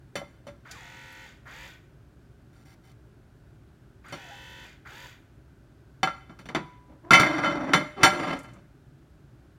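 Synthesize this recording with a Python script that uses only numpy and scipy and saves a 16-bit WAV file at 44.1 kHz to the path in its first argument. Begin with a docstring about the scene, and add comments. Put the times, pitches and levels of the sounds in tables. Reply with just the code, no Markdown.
"""Over a small kitchen's low hum, light knocks ring the modes of a china plate.
A touchless soap dispenser serves twice: its geared pump runs forward, coasts, then briefly sucks back.
Soap sings through the nozzle, bubbles tick, and between the servings a finger rubs the plate by stick-slip.
The plate is then set down in a steel sink: it knocks, rebounds and slides, and the steel rings on.
At the end come a few light ticks. The room adds a diffuse tail to every source but its own hum."""
import sys
import numpy as np
from scipy import signal
from scipy.fft import rfft, irfft, next_fast_len
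from scipy.io import wavfile
from scipy.ndimage import uniform_filter1d

SR = 44100
rng = np.random.default_rng(int(sys.argv[2]) if len(sys.argv) > 2 else 0)


def to_wav(sig):
    """Store sig (one row per channel, or 1-D mono) as 16-bit WAV at the path in sys.argv[1].

    Samples outside -1..1 are clipped; the rate is SR.
    """
    pcm = np.clip(np.atleast_2d(sig), -1, 1) * 32767
    pcm = np.round(pcm).astype(np.int16)
    wavfile.write(sys.argv[1], SR, pcm.T)  # frames by channels


N = 422460
TIME = np.arange(N) / SR

# free modes of the china plate: (frequency [Hz], relative level [dB], t60 [s])
PLATE_MODES = [(560, -22, .1), (574, -9.5, 0.22), (634, -13.5, .1), (769.4, -4.5, 0.19), (926, -9, .2),
               (1096.2, -8.5, 0.18), (1205, -11.5, 0.28), (1353.8, -4.5, 0.26), (1378.5, -3.5, .26),
               (1636.1, -7, 0.33), (2047, -9.5, 0.17), (2062, -4.5, 0.29), (2110.6, -5.5, 0.28),
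               (2279.8, -10.5, 0.27), (2609, -9, 0.13), (3046, -7.5, 0.25), (3529, -11.5, 0.25),
               (3584, -9.5, 0.12), (4252, -15, 0.25), (4518, -12.5, 0.16), (4720, -16.5, 0.18),
               (5170, -22.5, 0.16), (5584, -15, 0.18), (5930, -15.5, 0.15), (5970, -18, 0.18),
               (7051, -21.5, .22), (7340, -22.5, .22), (8400, -37.5, .22), (8640, -29, 0.19),
               (8910, -31.5, .2), (9023, -22, 0.19), (10570, -29.5, 0.18), (11011, -30.5, 0.16),
               (12263, -35, .18), (12896, -35.5, 0.16), (13922, -36, .16)]
# spectrum of the steel sink when shaken: (frequency [Hz], relative level [dB])
SINK_SPECTRUM = [(40, -32), (80, -16), (115, -3), (165, 6.5), (235, -1), (310, 4.5), (420, -7.5),
                 (650, -4.5), (1200, -4.5), (2200, -18), (4000, -45), (16000, -58.5)]


def amp(db):
    """Decibels to amplitude gain."""
    return 10 ** (np.asarray(db) / 20)


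def unit(x):
    """Normalization to an rms of one."""
    return x / np.sqrt(np.mean(x ** 2) + 1e-20)


def read(points, hz):
    """Linear interpolation of a table on a log-frequency axis."""
    f, value = np.transpose(points)
    return np.interp(np.log(hz + 1), np.log(f), value)


def follow(rows):
    """Linear interpolation in time: the start of a table and its columns as sample-rate curves."""
    s, *columns = np.transpose(rows)
    t = np.arange(s[0], s[-1], 1 / SR)
    return s[0], [np.interp(t, s, c) for c in columns]


def colour(x, points, tilt_db=0):
    """Spectral shaping: x filtered by a spectrum with a tilt in dB per octave, at unit rms."""
    size = next_fast_len(len(x))
    hz = np.fft.rfftfreq(size, 1 / SR)
    gain = amp(read(points, hz) + tilt_db * np.log2(1 + hz / 1000))
    return unit(irfft(rfft(x, size) * gain, size)[:len(x)])


def resonate(x, hz, width):
    """Resonance: a two-pole filter in a rotating frame, so its centre may glide, at unit rms."""
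    turn = np.exp(2j * np.pi * np.cumsum(hz * np.ones(len(x))) / SR)
    r = np.exp(-np.pi * width / SR)
    ringing = signal.lfilter([1], [1, -2 * r, r * r], x / turn)
    return unit((turn * ringing).real)


def add(mix, s, sound):
    """Superposition: a sound enters the mix at s seconds."""
    part = mix[round(s * SR):][:len(sound)]
    part += sound[:len(part)]


def background(whirr_hz=1520, whirr_db=-76, floor_db=-53.5):
    """Broadband noise: a low room hum with the narrow, faint whirr of an appliance."""
    # spectrum of the room hum: (frequency [Hz], relative level [dB])
    floor_spectrum = [(15, -49.5), (25, -29), (44, -6.5), (64, 1.5), (86, -9), (122, 1), (198, -13),
                      (313, -11.5), (421, -16), (482, -30), (537, -20.5), (1020, -30), (1530, -28.5),
                      (1800, -34), (15500, -52)]
    hum, whirr = rng.standard_normal((2, N))
    return amp(floor_db) * colour(hum, floor_spectrum) + amp(whirr_db) * resonate(whirr, whirr_hz, 440)


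def pressed_plate(width_hz=100):
    """Contact damping: the modes of the touched plate broaden and join a dense clatter spectrum."""
    # spectrum of the dense clatter: (frequency [Hz], relative level [dB])
    clatter_spectrum = [(150, -25), (600, -16.5), (1300, -5), (2100, -3), (2800, -15), (4400, -17.5),
                        (5100, -29.5), (5800, -21), (6600, -31), (7300, -26.5), (7900, -36), (9000, -29.5),
                        (9800, -38), (15500, -42)]
    hz = np.geomspace(100, 16000, num=500)
    centre, db, _ = np.transpose(PLATE_MODES)[:, :, None]
    modes = (amp(db) ** 2 / (1 + ((hz - centre) / width_hz) ** 2) ** 2).sum(0)
    power = modes + amp(read(clatter_spectrum, hz)) ** 2
    return np.transpose([hz, 10 * np.log10(power)])


def ring(tilt_db, length, focus_hz, lift_db, split=0.0037):
    """Modal synthesis: a blow excites close pairs of modes, weighted by the point of contact."""
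    t = TIME[:SR // 2]
    hz, db, t60 = np.transpose(PLATE_MODES)[:, :, None]
    octaves = np.log2(hz / focus_hz)
    gain = amp(db + tilt_db * octaves + lift_db * np.exp(-(octaves / 0.19) ** 2))
    phase = rng.random(hz.shape)  # in cycles
    side = rng.uniform(-0.92, 1, hz.shape)
    first = np.sin(2 * np.pi * (hz * t + phase))
    second = .5 * np.cos(2 * np.pi * (hz * (1 + 2 * split * side) * t + phase))
    decay = amp(-60 * t / (t60 * length))
    return np.sqrt(2) * (gain * decay * (first + second)).sum(0) / np.linalg.norm(gain)


def knock(s, ring_db, clatter_db, thud_db, tilt_db, length, focus_hz, lift_db,
          clatter_t60=0.1226, thud_t60=0.2016, contact_hz=7000):
    """Impact: the blow rings the plate, with a dense short clatter and a duller thud from what it meets."""
    t = TIME[:SR // 2]
    clatter_noise, thud_noise = rng.standard_normal((2, len(t)))
    hz, db = pressed_plate().T
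    # a soft contact loses the highest treble first
    contact = np.transpose([hz, db + min(tilt_db, 0) * (hz / contact_hz) ** 2])
    clatter = amp(clatter_db - 60 * t / clatter_t60) * colour(clatter_noise, contact, tilt_db)
    thud = amp(thud_db - 60 * t / thud_t60) * colour(thud_noise, SINK_SPECTRUM, tilt_db=-5.5)
    thud *= 1 - np.exp(-t / 0.0015)
    attack = 1 - np.exp(-t / .0003)
    return s, (amp(ring_db) * ring(tilt_db, length, focus_hz, lift_db) + clatter + thud) * attack


def chatter(s, ring_db, clatter_db, thud_db, tilt_db, length, focus_hz, lift_db, rebound_db,
            count=3, uneven=.15):
    """Lossy rebound: the plate lands again twice, unevenly timed, each time weaker and duller."""
    rebound_s, dulling_db_per_octave, rebound_thud_db = .0085, -1.3, -7.5
    out = np.zeros(SR)
    for k in range(count):
        jitter = np.clip(uneven * rng.standard_normal(), -.5, .5)
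        delay = rebound_s * (k + min(k, 1) * jitter)  # the first blow is on time
        loss_db = k * rebound_db
        add(out, *knock(delay, ring_db + loss_db, clatter_db + loss_db,
                        thud_db + loss_db + k * rebound_thud_db,
                        tilt_db + k * dulling_db_per_octave, length, focus_hz, lift_db))
    return s, out


def kitchen(x):
    """Diffuse reverberation: convolution with noise whose decay time depends on frequency."""
    # reverberation time of the kitchen: (frequency [Hz], t60 [s])
    decay_times = [(100, .55), (500, 0.43), (2000, 0.58), (5000, 0.46), (14000, 0.57)]
    hz, t, z = signal.stft(rng.standard_normal(SR), SR, nperseg=256)
    decay = amp(-60 * t / read(decay_times, hz)[:, None])
    tail = signal.istft(z * decay, SR, nperseg=256)[1]
    tail *= 1 - np.exp(-TIME[:len(tail)] / 0.0038)
    return signal.fftconvolve(x, unit(tail))[:N] / np.sqrt(len(tail))


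def pump(on, off, full_speed, level_db, fizz_db, spin_up=.05, coast=0.17,
         rasp_db=-10, squeak_db=-19, growl_db=3, stop_db=-4):
    """Periodic excitation: uneven teeth strike the housing each turn; gears whine, the seal squeaks."""
    # gear tones: (multiple of the pump turn [1], relative level [dB])
    gears = [(12, -16.5), (20, -14), (21.66, -11.5), (31, -19.5), (33, -21), (39, -13), (40, -14.5),
             (44, -16.5), (45, -15), (53, -15.5), (59, -14.5), (68, -19), (76, -37.5)]
    # broad spectrum of the housing: (frequency [Hz], relative level [dB])
    housing = [(300, -12.5), (550, -8.5), (900, -13.5), (1150, -9), (1450, -4.5), (1900, -1), (2800, -5.5),
               (3600, -7), (4250, -12.5), (4660, -12), (5100, -14.5), (7200, -17), (8500, -25),
               (15500, -32.5)]
    # narrow resonances of the housing: (frequency [Hz], width [Hz], relative level [dB])
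    shell = [(1498.3, 76.5, -10.5), (1875, 136, -17.5), (2105, 140, -18), (2403.5, 73, -15),
             (3110, 68, -22), (3376, 210, -19.5), (3655, 50, -19), (4697, 240, -26)]
    # spectrum of the starting growl: (frequency [Hz], relative level [dB])
    growl_spectrum = [(400, -22.5), (750, -9), (1100, -2.5), (1450, 5.5), (1750, -1), (2300, -6),
                      (2700, -30.5), (8000, -35.5)]
    t = TIME[:round((off - on + coast) * SR)]
    since_off = np.maximum(t - (off - on), 0)
    # share of full speed
    pace = (1 - .75 * np.exp(-t / spin_up)) * np.maximum(1 - since_off / coast, 0)
    wobble, rasp, seal, air, load = rng.standard_normal((5, len(t)))
    unsteady = 1 + .001 * unit(uniform_filter1d(wobble, size=900))
    turns = np.cumsum(full_speed * pace * unsteady) / SR
    teeth = rng.standard_normal(size=800)  # the bumps met during one turn
    turning = unit(np.interp(turns % 1, np.linspace(0, 1, len(teeth)), teeth))
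    whirr = amp(-2.0) * colour(turning, housing)
    whirr += sum(amp(db) * resonate(turning, hz, width) for hz, width, db in shell)
    whine = sum(amp(db) * np.sqrt(2) * np.sin(2 * np.pi * (k * turns + rng.random())) for k, db in gears)
    whine *= np.exp(-since_off / 0.038)  # unloaded gears stop whining
    stroke = unit(np.exp(-((turns % 1 - .5) / .08) ** 2))  # one seal stroke a turn
    squeak = stroke * (resonate(seal + turning, 6800, 1510) + amp(-4.5) * resonate(turning, 4612, 395))
    running = whirr + amp(rasp_db) * colour(rasp, housing) + whine
    running += amp(squeak_db) * squeak + amp(fizz_db) * resonate(air, 13450, 6000)
    # the gears growl under the starting torque, and knock through their slack when the power is cut
    growl = np.exp(-t / 0.061) * (1 - np.exp(-t / 0.008)) * colour(load, growl_spectrum)
    slack = (since_off > 0) * np.exp(-since_off / 0.0069) * resonate(load, 900, 740)
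    return on, amp(level_db) * (pace ** 1.67 * running + amp(growl_db) * growl + amp(stop_db) * slack)


def tick(s, db, hz, t60=0.075):
    """Decaying noise burst: a tiny bright snap through a broad resonance."""
    t = TIME[:SR // 10]
    return s, amp(db - 60 * t / t60) * resonate(rng.standard_normal(len(t)), hz, 5430)


def squelch(rows, overtone_db=-9, waver=0.009, rough_db=-7):
    """Air-pocket resonance: the pocket in the nozzle sings unsteadily as the soap pushes it along."""
    start, (hz, level_db) = follow(rows)
    flow, drift = rng.standard_normal((2, len(hz)))
    turns = np.cumsum(hz * (1 + waver * unit(uniform_filter1d(drift, size=300)))) / SR
    song = np.sin(2 * np.pi * turns) + amp(overtone_db) * np.sin(2 * np.pi * 2 * turns)
    return start, amp(level_db) * unit(unit(song) + amp(rough_db) * resonate(flow, hz, 87))


def gesture(length, attack_s, release_db_per_s):
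    """Envelope of one movement: it swells, holds and decays exponentially; also the time held so far."""
    t = TIME[:round(length * SR) + SR // 4]
    held = np.minimum(t, length)
    return held, np.minimum(t / attack_s, 1) ** 2 * amp(-release_db_per_s * (t - held))


def rub(s, length, level_db, rate, sharpness=0.93):
    """Stick-slip: each slip of the finger is a small puff of friction in the damped plate."""
    held, envelope = gesture(length, attack_s=0.0097, release_db_per_s=599.5)
    moving = held < length
    slips = np.exp(-(rate * held % 1) / sharpness) * rng.standard_normal(len(held)) * moving
    response = ring(tilt_db=-4.0, length=1.0, focus_hz=5030, lift_db=19.5)
    plate = signal.fftconvolve(slips, response)[:len(held)]
    friction = unit(unit(plate) + colour(slips, pressed_plate(), tilt_db=9.5))
    # the root scales the rms by the share of time in motion
    return s, amp(level_db) * envelope * friction * np.sqrt(np.mean(moving))


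def sink_ring(s, hz, db, t60):
    """Free vibration: one lightly damped mode of the steel."""
    t = TIME[:SR]
    return s, amp(db - 60 * t / t60) * np.sin(2 * np.pi * hz * t)


def judder(hz, width_hz=45, fall_db=-7):
    """Stick-slip groan: noise through resonances at a gliding rate and its weaker overtones."""
    slips = rng.standard_normal(len(hz))
    return sum(amp(fall_db * np.log2(k)) * resonate(slips, k * hz, k * width_hz) for k in range(1, 4))


def slide(s, length, rumble_db, rasp_db, rasp_db_per_s, judder_db, start_hz, end_hz,
          catches_per_s=1000, grain_db=1.5, grit_db=-4, grip_db=3.26):
    """Friction by random impacts: the plate's foot catches on the steel, shaking both sink and plate."""
    held, envelope = gesture(length, attack_s=0.02904, release_db_per_s=199)
    n = len(held)
    sizes = amp(grain_db * np.minimum(rng.exponential(1, n), 4)) * np.sign(rng.standard_normal(n))
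    catches = sizes * (rng.random(n) < catches_per_s / SR) + 0.19 * rng.standard_normal(n)
    # the grip comes and goes
    catches *= amp(grip_db * unit(uniform_filter1d(rng.standard_normal(n), size=600)))
    response = ring(tilt_db=-3.5, length=0.8, focus_hz=680, lift_db=-8.5)
    plate = unit(signal.fftconvolve(catches, response)[:n])
    grit = amp(grit_db) * colour(catches, pressed_plate())
    rasp = amp(rasp_db + rasp_db_per_s * held) * (plate + grit)
    rumble = amp(rumble_db) * colour(catches, SINK_SPECTRUM)
    groan = amp(judder_db) * judder(start_hz + (end_hz - start_hz) * held / length)
    return s, envelope * (rumble + rasp + groan)


def scene():
    """Superposition of dispenser, dishes, their reverberation and the room hum."""
    # knocks on the plate: (time [s], ring [dB], clatter [dB], thud [dB], brightness [dB per octave],
    # share of the free ring time [1], frequency favoured by the contact point [Hz], its lift [dB],
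    # change per rebound [dB])
    knocks = [(.155, -29, -33, -32, 4.5, 0.815, 590, 30, -7),
              (.216, -35.5, -62.5, -46.5, -9, 0.49, 617, 18.5, -30),
              (.468, -42.5, -50.5, -43.5, 4.5, 0.746, 570, 35.5, -0.5),
              (4.124, -39, -44, -36.5, 4.5, 0.74, 570, 19, -4),
              (6.031, -16.5, -25, -27.5, -0.12, 0.45, 787, 8, -10.5),
              (6.073, -27, -31, -49, -4, 0.66, 1360, 7.5, -22.5),
              (6.295, -52, -58, -45, -1.5, 0.96, 1370, 5.5, -5),
              (6.389, -56.5, -48, -45.5, 4, 0.96, 2120, -4.5, -14),
              (6.456, -66.5, -47.5, -45.5, 4, 0.48, 2120, -6.5, -15),
              (6.488, -38.5, -40.5, -34.5, 1, 0.193, 1370, 0.5, -21.5),
              (6.548, -34.5, -22, -22.5, -1, 0.49, 2100, 4, -20),
              (7.107, -11.5, -18, -15, 1.5, 0.89, 1370, 9.5, -7),
              (7.133, -10, -14.5, -26, 1.5, 0.99, 2190, 10.5, -4.5),
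              (7.197, -12.5, -18.5, -20, 3.5, 0.61, 1334, 18.5, -16),
              (7.232, -19.5, -25, -33, -4, 0.66, 2097, 14, -15),
              (7.445, -25, -32, -39, -2, 0.88, 1350, 7, -1),
              (7.734, -16.5, -13.5, -18.5, 0.5, 0.92, 2150, 3.5, -11.5),
              (8.032, -12.5, -12, -18.5, 3, 0.785, 3097, 3, -4.5),
              (8.058, -17.5, -21, -44, -0.5, 0.8, 772, 15, -14)]
    # pump runs; long ones push soap, short ones suck air back:
    # (power on [s], power off [s], full speed [turns per s], level [dB], air fizz re the run [dB])
    runs = [(0.649, 1.257, 44, -50, -24.5), (1.454, 1.661, 45.75, -47, -20.5),
            (4.04, 4.649, 44.97, -49.5, -23.5), (4.85, 5.053, 46.5, -47, -19.5)]
    # light ticks of soap bubbles and grit: (time [s], level [dB], centre frequency [Hz])
    ticks = [(0.712, -40, 4490), (.719, -56.5, 7500), (1.124, -58, 12000), (4.083, -57.5, 7550),
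             (4.5, -63.5, 13000), (8.368, -58.5, 7000), (8.39, -50, 7834), (8.432, -57.5, 8000),
             (8.534, -60.5, 6997)]
    # soap squeezing through the nozzle, one table a squelch: (time [s], pitch [Hz], level [dB])
    squelches = [
        [(.735, 1604, -63.5), (.757, 1172, -52.5), (.785, 959.5, -52), (.83, 715.7, -61), (.88, 698.3, -61.5),
         (.94, 783, -65), (.98, 796, -80)],
        [(4.15, 846, -55.5), (4.2, 790, -57), (4.275, 690.4, -58.5), (4.3, 673.5, -51), (4.32, 846, -46),
         (4.345, 792, -54), (4.38, 807, -65.5)],
    ]
    # strokes of a finger slipping on the plate: (time [s], length [s], level [dB], rate [slips per s])
    rubs = [(2.523, 0.1155, -66.5, 124), (2.646, 0.1016, -61, 85), (2.83, .095, -63.5, 47)]
    # long rings of the steel sink: (time [s], frequency [Hz], level [dB], t60 [s])
    sink_rings = [(6.548, 988.4, -43.5, 0.946), (7.11, 1007, -37, 0.997), (7.734, 602, -33.5, 0.715),
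                  (8.032, 598.7, -31.5, .9)]
    # pushes of the plate over the sink: (time [s], length [s], sink rumble [dB], plate rasp [dB],
    # change of the rasp [dB per s], judder [dB], rate at the start [slips per s], at the end [slips per s])
    pushes = [(6.87, 0.069, -64, -77, -7, -54, 252, 292), (7.022, 0.099, -54, -71, 7, -48.5, 294.2, 370),
              (7.11, 0.6764, -34, -24, -34.5, -34, 325, 280),
              (7.955, 0.3771, -37, -40.5, 14.5, -38, 393.4, 276.9),
              (8.421, 0.1577, -59.5, -56.5, -46.5, -56.5, 196, 186)]
    dispenser, dishes = np.zeros((2, N))
    for row in knocks:
        add(dishes, *chatter(*row))
    for row in runs:
        add(dispenser, *pump(*row))
    for row in ticks:
        add(dispenser, *tick(*row))
    for rows in squelches:
        add(dispenser, *squelch(rows))
    for row in rubs:
        add(dishes, *rub(*row))
    for row in sink_rings:
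        add(dishes, *sink_ring(*row))
    for row in pushes:
        add(dishes, *slide(*row))
    reverberation = kitchen(amp(-9) * dispenser + amp(-15) * dishes)
    return (dispenser + dishes + reverberation + background())[None]


def record(dry, ceiling=0.62, edge_hz=15950):
    """Soft saturation rounds off the loudest peaks; a linear-phase low-pass then limits the band."""
    rounded = dry / (1 + (dry / ceiling) ** 4) ** (1 / 4)
    low_pass = signal.firwin(511, edge_hz, window=("kaiser", 9), fs=SR)
    return signal.oaconvolve(rounded, low_pass[None], "same")


dry = scene()
out = record(dry)
to_wav(out)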